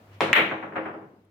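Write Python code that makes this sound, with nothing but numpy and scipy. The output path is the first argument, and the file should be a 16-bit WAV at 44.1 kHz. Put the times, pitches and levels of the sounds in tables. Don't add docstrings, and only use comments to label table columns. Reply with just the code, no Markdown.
import sys
import numpy as np
from scipy import signal
from scipy.fft import rfft, irfft
from scipy.io import wavfile
from scipy.ndimage import uniform_filter1d

SR = 44100
rng = np.random.default_rng(int(sys.argv[2]) if len(sys.argv) > 2 else 0)


def volts_from_db(level):
    exponent = np.asarray(level, float) / 20
    return 10 ** exponent


def generate_wav(sig):
    pcm = np.round(np.clip(np.atleast_2d(sig).T, -1, 1) * 32767).astype(np.int16)
    wavfile.write(sys.argv[1], SR, pcm)


N = 57330
T = np.arange(N) / SR
HZ = np.fft.rfftfreq(N, 1 / SR)

CLACK_S, CLACK_DB, CLACK_TAIL_DB, RING_TAIL_DB = 0.33076, 2.5, -11, -39
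CLACK_HZ, CLACK_WIDTH_S = 2230, 0.00023
BALL_RING_HZ, BALL_RING_DB = 13600, -37.5
CUE_S, CUE_DB, CUE_TAIL_DB, CUE_FRAME_DB = 0.20685, -10.5, -24.5, -28
CUE_PULSE_S, CUE_REBOUND_S = 0.00008, 0.000677
KNOCK_HZ, KNOCK_WIDTH_S = 1510, 0.00038
KNOCK_RISE_S, KNOCK_BLOOM_DB, BLOOM_S = 0.0049, 5, 0.025
FRAME_RISE_S, FRAME_SCATTER_DB = 0.012, 2
PAN_DB, RIGHT_LAG_S = 4, 0.00003
TAIL_RISE_S, SPARSE_DB, DENSE_BY_S = 0.005, 0.5, 0.038
AIR_DB, HUM_DB, HUM_HZ, HUM_WIDTH_HZ = -60, -63, 99.6, 8
LOW_CUT_HZ, TOP_HZ, CLIP = 53, 16400, 0.96

# frequency in Hz, level in dB.
CLACK_COLOUR = [(300, -19.5), (1300, -7), (2250, -1), (3000, -10.5), (3900, -19), (4800, -40.5),
                (10800, -44), (13700, -75)]
RING_COLOUR = [(10300, -53.5), (11400, -4.5), (12500, 2.6), (13200, -6), (13700, -53.5)]
CUE_COLOUR = [(90, -33.5), (320, -10), (720, -6), (1450, -9.5), (2300, -10.5), (4150, -21.5), (4700, -31),
              (15500, -45.5)]
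KNOCK_COLOUR = [(90, -44), (140, -25), (330, -15), (800, -10.5), (1500, -10), (2800, -23), (4800, -55),
                (9000, -100)]
# frequency in Hz, level in dB, t60 in seconds.
SHAFT = [(592, -24.5, .06), (953, -23, 0.077), (2330, -33.5, 0.045), (3130, -38, .08), (4110, -31.5, 0.031),
         (5240, -36.5, 0.023)]
# start in seconds, direct level in dB, tail level in dB, frame level in dB,
# tail brightness in dB per octave.
KNOCKS = [
    (.292, -21.5, -36.5, -34, -6),
    (0.379, -46, -27.5, -27.5, -4),
    (.5135, -12.5, -30, -29, -1.95),
    (0.627, -23, -33.5, -34.5, -2.3),
    (0.7243, -27, -38.5, -51, -3.9),
    (0.7578, -17.5, -27, -29.5, 0),
    (0.782, -13, -44.5, -32.5, -9.5),
    (0.857, -20.5, -31, -37.5, -2.5),
    (0.942, -37.5, -39, -36.5, -5.6),
    (1.02, -57, -45.5, -50, -8.5),
]
# frequency in Hz, level in dB, t60 in seconds.
FRAME = [(107.8, -12, 0.31), (153.1, -9.5, 0.33), (198.7, -13, 0.84), (245.3, -8, 0.24), (324, -0.04, 0.4),
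         (415.5, -0.5, 0.24), (529.2, 3.5, 0.17), (596.5, -10, 0.31), (600, -12.5, 0.13),
         (693.8, -3.5, 0.16), (826, -2.5, 0.25), (924, -9, 0.074), (1090, -14.5, 0.13)]
# delay in seconds, left level in dB, right level in dB.
ECHOES = [(.0037, -11.5, -5.5), (.0081, -11, -13.5), (.0108, -15.5, -5.5), (.0255, -13, -22),
          (.0315, -12, -19.5)]
# frequency in Hz, t60 in seconds.
HALL = [(100, 0.73), (300, 1), (1000, .5), (2500, 0.5), (5000, 0.5), (9000, 0.39), (13000, .25)]
# frequency in Hz, left-right coherence from -1 to 1.
LIKENESS = [(60, 0.93), (130, 0.95), (290, 0.9), (640, 0.74), (1410, -0.56), (3100, 0.17), (6820, -0.01),
            (15000, 0.04)]
# frequency in Hz, left minus right in dB.
LEAN = [(60, 0.0), (110, -0.5), (200, 1.5), (380, 2.5), (700, 0), (1290, 2.0), (2380, 3.5), (4400, 3),
        (8120, 1), (15000, 5)]
# centre in seconds, length in seconds, level in dB, pitch in Hz, width in Hz.
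WHISTLES = [(.52, .05, -74, 6100, 350), (.64, .05, -82, 6100, 350), (.85, .035, -76, 4900, 300),
            (.97, .035, -79, 4900, 200), (1.165, .012, -81, 4900, 300), (1.22, .012, -84, 4900, 300),
            (.85, .03, -84, 9100, 150)]
# centre in seconds, length in seconds, level in dB,
# frequency in Hz, width in Hz.
RUSTLES = [
    (0.144, 0.012, -69.5, 3704, 6480),
    (0.153, 0.036, -64.5, 2037, 2700),
    (.752, 0.0018, -80, 6480, 5000),
    (1.295, 0.007, -71.5, 2280, 908),
           (1.2515, .0025, -69, 9500, 5500),
    (1.256, .005, -73, 3000, 1200),
]
# frequency in Hz, level in dB.
AIR = [(25, -30), (70, -18), (166, -17.5), (800, -23.5), (2000, -33), (6000, -46.5), (9500, -51),
       (13000, -48.5)]
# time in seconds, level in dB.
HUM = [(0, -1.5), (.15, 11), (.4, 6), (.6, 1.5), (.95, 10), (1.1, -4), (1.3, 10)]
# time in seconds, gain in dB.
GAIN = [(0, 4.6), (.2, 4.46), (.33, 2.16), (0.347, -9), (0.364, 1), (0.549, -2), (.9, -3), (1.2, -5.5),
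        (1.3, -8)]


def clack():
    body = wavelet(CLACK_HZ, CLACK_WIDTH_S)
    ring = wavelet(BALL_RING_HZ, 0.0004)
    direct = volts_from_db(CLACK_DB) * heard(CLACK_S, lambda t: body(t) + volts_from_db(BALL_RING_DB) * ring(t))
    body_tail = tail(CLACK_S, CLACK_TAIL_DB, CLACK_COLOUR)
    return direct + body_tail + tail(CLACK_S, RING_TAIL_DB, RING_COLOUR)


def wavelet(hz, width):
    return lambda t: -np.exp(-(t / np.where(t > 0, 2.1 * width, width)) ** 2) * np.cos(2 * np.pi * hz * t)


def cue():
    def bell(t, width):
        return np.exp(-0.5 * (t / width) ** 2)

    def push(t):
        blow = bell(t, CUE_PULSE_S)
        pull = 0.4 * bell(t - 0.55 * CUE_REBOUND_S, 0.00022) + 0.85 * bell(t - CUE_REBOUND_S, CUE_PULSE_S)
        spring = 0.5 * bell(t - 1.28 * CUE_REBOUND_S, 0.00005) + 0.28 * bell(t - 1.65 * CUE_REBOUND_S, 0.0002)
        return blow - pull + spring

    direct = volts_from_db(CUE_DB) * heard(CUE_S, push)
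    return direct + tail(CUE_S, CUE_TAIL_DB, CUE_COLOUR) + frame(CUE_S, CUE_FRAME_DB)


def shaft():
    t = np.maximum(T - CUE_S - CUE_REBOUND_S, 0)
    ring = sum(volts_from_db(db - 60 * t / t60) * np.sin(2 * np.pi * hz * t) for hz, db, t60 in SHAFT)
    return ring * volts_from_db(np.array([[0], [-PAN_DB]]))


def cushions():
    def knock(t):
        return np.exp(-(t / KNOCK_WIDTH_S) ** 2) * np.cos(2 * np.pi * KNOCK_HZ * t)

    out = 0
    for start, db, tail_db, frame_db, tilt_db in KNOCKS:
        side = np.sign(start - 0.6)
        out = out + side * volts_from_db(db) * heard(start, knock)
        out = out + tail(start - 0.002, tail_db, KNOCK_COLOUR, tilt_db, KNOCK_RISE_S, KNOCK_BLOOM_DB)
        out = out + frame(start, frame_db)
    return out


def frame(at, db):
    t = np.maximum(T - at, 0)
    ring = 0
    for hz, mode_db, t60 in FRAME:
        scatter, detune, phase, spread = rng.standard_normal(4)
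        level = volts_from_db(mode_db + FRAME_SCATTER_DB * scatter - 60 * t / t60)
        phases = np.array([[phase], [phase + hz / 900 * spread]])
        ring = ring + level * np.sin(2 * np.pi * hz * (1 + 0.0074 * detune) * t + phases)
    return volts_from_db(db) * ring * (1 - np.exp(-t / FRAME_RISE_S))


def heard(at, pulse):
    out = np.array([pulse(T - at), volts_from_db(-PAN_DB) * pulse(T - at - RIGHT_LAG_S)])
    for lag, *levels in ECHOES:
        jitter = 0.00008 * rng.standard_normal(2)
        out += np.array([volts_from_db(db) * pulse(T - at - lag - j) for db, j in zip(levels, jitter)])
    return out


def tail(at, db, colour, tilt_db=0., rise=TAIL_RISE_S, bloom_db=0.):
    spectrum = pair(colour, tilt_db)
    start = int(at * SR)
    t = T[:N - start]
    octave = np.log2(np.maximum(HZ, 88))
    out = 0
    for hz in 88 * 2 ** np.arange(0, 8.):
        share = np.clip(1 - abs(octave - np.log2(hz)), 0, 1)
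        out = out + irfft(spectrum * share, N)[:, start:] * volts_from_db(-60 * t / table(HALL, hz))
    lumps = unit(uniform_filter1d(rng.standard_normal((2, N)), size=60))[:, start:]
    lumps_db = SPARSE_DB * lumps * np.exp(-t / DENSE_BY_S)
    swell_db = bloom_db * np.exp(-(t / BLOOM_S) ** 2)
    shape = volts_from_db(db + lumps_db + swell_db) * (1 - np.exp(-t / rise))
    return np.pad(shape * out, ((0, 0), (start, 0)))


def pair(colour, tilt_db=0.):
    alike = np.clip((table(LIKENESS, HZ) - 0.3) / 0.73, 0, 1) ** 0.5
    mid, side = rfft(rng.standard_normal((2, N)))
    z = np.array([np.sqrt(1 + alike) * mid + sign * np.sqrt(1 - alike) * side for sign in (1, -1)])
    lean = volts_from_db(np.outer([0.5, -0.5], table(LEAN, HZ)))
    low_cut = np.minimum(HZ / colour[0][0], 1) ** 3
    tilt = tilt_db * np.log2(np.maximum(HZ, 30) / 700)
    z = z * low_cut * lean * volts_from_db(table(colour, HZ) + tilt)
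    return z / np.sqrt(np.mean(irfft(z, N) ** 2))


def table(points, hz):
    p = np.array(points, float)
    return np.interp(np.log(np.maximum(hz, 1)), np.log(p[:, 0]), p[:, 1])


def unit(x):
    return x / np.sqrt(np.mean(x ** 2))


def room():
    def band(hz, width):
        noise = rfft(rng.standard_normal(N))
        return unit(irfft(noise / (1 + ((HZ - hz) / width * 2) ** 4), N))

    air = volts_from_db(AIR_DB) * irfft(pair(AIR), N)
    swell_db = np.interp(T, *np.array(HUM).T)
    waver = 0.15 * band(HUM_HZ, HUM_WIDTH_HZ)
    out = air + volts_from_db(HUM_DB + swell_db) * (np.sin(2 * np.pi * HUM_HZ * T) + waver)
    for centre, length, db, hz, width in RUSTLES + WHISTLES:
        swell = np.exp(-0.5 * ((T - centre) / length) ** 2)
        out = out + volts_from_db(db) * swell * np.array([band(hz, width), band(hz, width)])
    return out


def scene():
    return clack() + cue() + shaft() + cushions() + room()


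def band_limit(x):
    return signal.sosfilt(signal.butter(12, 16840, fs=SR, output="sos"), x)


def record(dry):
    low_cut = signal.butter(2, LOW_CUT_HZ, "high", fs=SR, output="sos")
    mic = signal.sosfilt(low_cut, dry)
    gain_db = np.interp(T, *np.array(GAIN).T)
    mic = np.clip(mic * volts_from_db(gain_db), -CLIP, CLIP)
    mix = irfft(rfft(mic) / (1 + (HZ / TOP_HZ) ** 40), N)
    return band_limit(mix)


dry = scene()
out = record(dry)
generate_wav(out)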